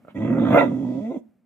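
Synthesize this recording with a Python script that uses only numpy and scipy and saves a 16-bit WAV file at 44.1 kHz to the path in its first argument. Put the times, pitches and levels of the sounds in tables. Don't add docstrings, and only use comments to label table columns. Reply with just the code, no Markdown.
import sys
import numpy as np
from scipy import signal
from scipy.fft import rfft, irfft
from scipy.io import wavfile
from scipy.ndimage import uniform_filter1d, minimum_filter1d

SR = 44100
rng = np.random.default_rng(int(sys.argv[2]) if len(sys.argv) > 2 else 0)


def store_pcm(level_fs):
    pcm = np.round(np.clip(level_fs, -1, 1) * 32767).astype(np.int16)
    wavfile.write(sys.argv[1], SR, np.atleast_2d(pcm).T)


N = 63945
TIME = np.arange(N) / SR

# [t/s, level/dB]
BACKGROUND_LEVEL = [(0, -56), (.14, -54.5), (1.3, -62), (1.42, -66)]
# [f/Hz, level/dB]
BACKGROUND_COLOUR = [(30, -25.5), (70, -17), (130, -8), (240, 4), (400, -17), (620, -14.5), (1000, -26),
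                     (2200, -30.5), (4000, -43.5)]

# [f/Hz, level/dB]
SIDE_LEAN = [(90, -2.5), (230, -2.5), (480, -6), (700, 5.5), (1200, -5), (2000, -6.5)]
RIGHT_DELAY_S = 0.0001
BOUNCE_LEFT_S, BOUNCE_RIGHT_S, BOUNCE_DB = 0.00096, .0014, -14
NEAR_DB, NEAR_T60_S = -5.5, 0.1
ROOM_DB, ROOM_T60_S, ROOM_CUT_HZ = -14.5, 0.34, 3000
LOW_CUT_HZ, HIGH_CUT_HZ = 47, 15450
CEILING = .85

# [t/s, level/dB]
SMACKS = [(0.049, -41), (0.072, -44.5), (0.082, -32)]
# [f/Hz, width/Hz, level/dB]
SMACK_MODES = [(170, 130, -3), (610, 60, 3), (1320, 53, -1.5)]
# [t/s, level/dB]
WET_LEVEL = [(0.069, -76.5), (0.086, -58.5), (.112, -55.5), (.14, -81.5)]

# [t/s, level/dB]
HISS_LEVEL = [(0.136, -87), (0.167, -71.5), (0.439, -71), (0.587, -58), (0.683, -71), (1.18, -74.5)]
# [f/Hz, width/Hz, level/dB]
HISS_MODES = [(5680, 900, 2), (6960, 1300, 3), (9900, 1100, -5)]
# [t/s, level/dB]
TOP_NOISE_LEVEL = [(0.135, -88), (0.257, -83), (0.461, -76), (0.564, -53.5), (0.716, -84)]
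# [t/s, level/dB]
LOWER_HISS_LEVEL = [(.6, -102), (.66, -76.5), (.8, -76.5), (.93, -69), (1.05, -75), (1.19, -93)]
HISS_FADE_S = .05

HUM_HZ, HUM_DB, HUM_END_S = 231, -54.5, 1.28

# [t/s, f/Hz, roughness 0-1]
VOICE = [(.15, 99.9, .45), (.22, 106.9, .5), (.28, 116.4, .8), (.36, 125.6, .9), (.45, 117.4, 1),
         (.52, 130.7, 0.8), (.58, 145.6, .65), (.64, 134.1, 0.6), (.69, 123.8, 0.8), (.82, 127.6, 0.8),
         (.89, 125.3, 0.5), (.94, 127, .2), (.98, 138.1, 0.2), (.995, 143.4, .9), (1.004, 202.7, 0.06),
         (1.06, 225.4, 0.03), (1.095, 240.2, .06), (1.11, 280, 0.5), (1.122, 353.3, 0.3),
         (1.15, 326.6, 0.6), (1.17, 221.3, 0.4)]
# [f/Hz, level/dB]
SOFT_CLOSURE = [(700, 1.5), (900, -10)]
JITTER, SHIMMER_DB = .135, 9
ONSET_S, ATTACK_S, END_S, FADE_S = .142, 0.0087, 1.182, 0.036
# [t/s, opening 0-1]
JAW = [(.5, 0), (.55, 0.4), (.58, 0.69), (.625, 0.6), (.68, 0.0), (1.09, 0.08), (1.12, 1), (1.15, 0.2),
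       (1.172, 0.03)]
WANDER, WANDER_HZ = .03, 10

# [t/s, level/dB]
RUMBLE_LEVEL = [(0.137, -48.5), (0.177, -36.5), (0.249, -30), (0.485, -32), (0.54, -22.5), (0.573, -36.5),
                (0.82, -36.5), (0.992, -40.5), (1.091, -61.5)]
CHEST_LEVEL = [(0.135, -47.5), (0.161, -30.5), (0.245, -22.5), (0.274, -25), (0.324, -16.5), (0.342, -22),
               (0.418, -17), (0.477, -22.5), (0.519, -16.5), (0.619, -21), (0.775, -25.5), (0.789, -27.5),
               (0.911, -24.5), (0.936, -28), (0.978, -27), (0.997, -33), (1.107, -27.5), (1.142, -32),
               (1.175, -26), (1.19, -35)]
MOUTH_LEVEL = [(0.135, -60.5), (0.155, -43.5), (0.253, -34), (0.3, -36), (0.318, -29.5), (0.346, -38.5),
               (0.379, -27), (0.404, -39.5), (0.422, -26.5), (0.455, -34), (0.537, -20.5), (0.546, -15),
               (0.583, -10), (0.606, -23.5), (0.614, -13), (0.695, -47.5), (0.711, -32), (0.729, -44.5),
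               (1.04, -38), (1.095, -40.5), (1.11, -34.5), (1.137, -41.5), (1.161, -36), (1.2, -50.5)]
SNARL_LEVEL = [(0.133, -83), (0.161, -58.5), (0.253, -50.5), (0.262, -46), (0.408, -41), (0.419, -51.5),
               (0.461, -33.5), (0.498, -41), (0.548, -24.5), (0.587, -22.5), (0.615, -29.5), (0.644, -42.5),
               (0.732, -62.5), (1.181, -69.5)]
TEETH_LEVEL = [(0.135, -81.5), (0.161, -45), (0.181, -46), (0.193, -62), (0.219, -45), (0.437, -49),
               (0.51, -44.5), (0.549, -28.5), (0.575, -30), (0.589, -18), (0.602, -34.5), (0.612, -22),
               (0.647, -54), (0.751, -63.5), (1.042, -61), (1.062, -50.5), (1.085, -65), (1.141, -57),
               (1.2, -70)]
RASP_LEVEL = [(0.135, -71), (0.248, -60.5), (0.365, -74.5), (0.391, -57.5), (0.517, -51), (0.567, -52),
              (0.585, -40), (0.647, -56.5), (0.729, -70), (1.165, -71.5)]
# [f/Hz, width/Hz, level/dB]
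RUMBLE_MODES = [(115.2, 24, 0)]
CHEST_MODES = [(248, 116, 2), (298, 37, -13)]
MOUTH_MODES = [(449, 33, -2.5), (566, 64.7, 1.5), (617.6, 84.5, -0.5), (870.5, 18, -10), (975.5, 42, -12)]
SNARL_MODES = [(1254, 140, -1), (1364, 150, -4), (1610, 780, -12.5)]
TEETH_MODES = [(1969.4, 36, 5.5), (2345, 200, -11.5), (2638, 110, -8)]
RASP_MODES = [(3374, 270, 5.5), (3644, 220, -2.5)]


def from_db(db):
    return 10 ** (np.asarray(db) / 20)


def rms_one(x):
    return x / np.sqrt(np.mean(x ** 2) + 1e-20)


def in_time(rows):
    times, *columns = np.transpose(rows)
    return [np.interp(TIME, times, column) for column in columns]


def colour(x, points, share=1):
    hz, db = np.transpose(points)
    f = np.arange(N + 1) * SR / (2 * N)
    curve_db = np.interp(np.log(f + 1), np.log(hz), db)
    spectrum = rfft(x, 2 * N) * from_db(share * curve_db)
    return irfft(spectrum)[..., :N]


def band(x, order, low_hz, high_hz):
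    return signal.sosfilt(signal.butter(order, [low_hz, high_hz], "band", fs=SR, output="sos"), x)


def drift(rate_hz):
    slow = signal.butter(2, rate_hz, fs=SR, output="sos")
    return rms_one(signal.sosfilt(slow, rng.standard_normal(2 * N))[N:])


def shaped(x, level, low_hz, high_hz):
    x = band(x, 4, low_hz, min(high_hz, .45 * SR))
    power = uniform_filter1d(uniform_filter1d(x * x, size=700), size=450)
    steady = x / np.sqrt(np.abs(power) + 1e-12)
    return steady * from_db(in_time(level)[0])


def gate(end_s, fade_s):
    rising = (TIME - ONSET_S) / ATTACK_S
    falling = .5 + (end_s - TIME) / fade_s
    opening = np.clip(np.minimum(rising, falling), 0, 1)
    return np.sin(np.pi / 2 * opening) ** 2


def resonate(x, modes, stretch=1):
    out = 0
    clock = np.cumsum(stretch * np.ones(N)) / SR
    for k, (hz, width, db) in enumerate(modes):
        r = np.exp(-np.pi * width / SR)
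        turn = np.exp(2j * np.pi * hz * clock)
        smooth = signal.lfilter([1 - r], [1, -r], x / turn + 1e-18)
        out = out + (-1) ** k * from_db(db) * (turn * smooth).real
    return out


def background_air():
    air = rng.standard_normal(N) + .5 * rng.standard_normal((2, N))
    return from_db(in_time(BACKGROUND_LEVEL)[0]) * rms_one(colour(air, BACKGROUND_COLOUR))


def diffuse(x, t60_s, low_hz, high_hz):
    tail = rng.standard_normal((2, N)) * from_db(-60 * TIME / t60_s) * (TIME > .002)
    tail /= np.sqrt(np.sum(tail ** 2, axis=1, keepdims=True))
    tail = band(tail, 1, low_hz, high_hz)
    return signal.fftconvolve(x[None], tail, axes=1)[:, :N]


def heard(x, left_s, right_s):
    return np.array([np.interp(TIME - delay, TIME, x) for delay in (left_s, right_s)])


def smacks():
    ring = band(resonate(signal.unit_impulse(N), SMACK_MODES), 2, 110, 1700)
    ring = ring / np.abs(ring).max()
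    pops = sum(from_db(db) * np.interp(TIME - start, TIME, ring, left=0) for start, db in SMACKS)
    spiky = rng.laplace(size=N)
    crackle = signal.sosfilt(signal.butter(1, 700, fs=SR, output="sos"), spiky)
    wet = shaped(crackle, WET_LEVEL, low_hz=600, high_hz=3300)
    return pops + wet * (TIME < ONSET_S)


def hiss():
    air = rng.standard_normal((2, N))
    bright = shaped(resonate(air, HISS_MODES), HISS_LEVEL, low_hz=5380, high_hz=10300)
    top_noise = shaped(air, TOP_NOISE_LEVEL, low_hz=11500, high_hz=15000)
    lower = shaped(air, LOWER_HISS_LEVEL, low_hz=2390, high_hz=5230)
    side_gain = from_db([[1], [3.5]])
    return (bright + top_noise + lower) * gate(END_S + FADE_S / 2, HISS_FADE_S) * side_gain


def hum():
    hz = HUM_HZ * (1 + WANDER * drift(WANDER_HZ))
    tone = np.sqrt(2) * np.sin(2 * np.pi * np.cumsum(hz) / SR)
    return from_db(HUM_DB) * tone * (gate(HUM_END_S, FADE_S) - gate(END_S, FADE_S))


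def folds():
    hz, rough = in_time(VOICE)
    rough = np.clip(rough, 0, 1)
    phase = np.cumsum(hz * np.exp(JITTER * rough * drift(90))) / SR
    cycle = phase.astype(int)
    luck = np.clip(rng.standard_normal(N), -2, 2)[cycle]
    strength = from_db(SHIMMER_DB * rough * luck)
    pulses = np.diff(cycle, prepend=0) * strength
    clear = np.clip(1 - 2 * rough, 0, 1)
    pulses = (1 - clear) * pulses + clear * colour(pulses, SOFT_CLOSURE)
    puff_shape = np.exp(-(phase % 1) / .33) + .35
    puffs = rng.standard_normal(N) * np.sqrt(strength) * puff_shape
    return rms_one(pulses), rms_one(puffs), rough


def register(voice, modes, level, low_hz, high_hz, air, rise, trim_db):
    pulses, puffs, rough = voice
    air_share = np.clip(air * rough, 0, 1)
    source = np.sqrt(1 - air_share) * pulses + np.sqrt(air_share) * puffs
    stretch = 1 + rise * in_time(JAW)[0] + WANDER * rough * drift(WANDER_HZ)
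    return from_db(trim_db) * shaped(resonate(source, modes, stretch), level, low_hz, high_hz)


def growl():
    voice = folds()
    x = (register(voice, RUMBLE_MODES, RUMBLE_LEVEL, low_hz=82, high_hz=162.0, air=0.55, rise=0.17, trim_db=-1.5)
         + register(voice, CHEST_MODES, CHEST_LEVEL, low_hz=156, high_hz=383.7, air=0.5, rise=0.64, trim_db=0)
         + register(voice, MOUTH_MODES, MOUTH_LEVEL, low_hz=477, high_hz=1015, air=0.82, rise=0.02, trim_db=0)
         + register(voice, SNARL_MODES, SNARL_LEVEL, low_hz=1015, high_hz=1780, air=0.76, rise=0.14, trim_db=0.5)
         + register(voice, TEETH_MODES, TEETH_LEVEL, low_hz=1836, high_hz=2803, air=2.4, rise=0.036, trim_db=-1)
         + register(voice, RASP_MODES, RASP_LEVEL, low_hz=2800, high_hz=4400, air=1.7, rise=0.065, trim_db=3))
    return x * gate(END_S, FADE_S)


def scene():
    dog = growl() + hum() + smacks()
    direct = heard(dog, 0, RIGHT_DELAY_S)
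    near = from_db(NEAR_DB) * diffuse(dog, NEAR_T60_S, low_hz=400, high_hz=13490)
    room = from_db(ROOM_DB) * diffuse(dog, ROOM_T60_S, low_hz=91, high_hz=ROOM_CUT_HZ)
    bounce = from_db(BOUNCE_DB) * heard(dog, BOUNCE_LEFT_S, BOUNCE_RIGHT_S)
    left, right = direct + near + room + bounce
    placed = np.array([colour(left, SIDE_LEAN, 0.65), colour(right, SIDE_LEAN, -.5)])
    return placed + hiss() + background_air()


def record(dry):
    x = signal.sosfilt(signal.butter(4, LOW_CUT_HZ, "high", fs=SR, output="sos"), dry)
    peak = np.abs(x).max(axis=0)
    gain = minimum_filter1d(CEILING / np.maximum(peak, CEILING), size=400)
    x = x * uniform_filter1d(uniform_filter1d(gain, size=200), size=200)
    return signal.sosfilt(signal.ellip(10, .1, 80, HIGH_CUT_HZ, fs=SR, output="sos"), x)


dry = scene()
out = record(dry)
store_pcm(out)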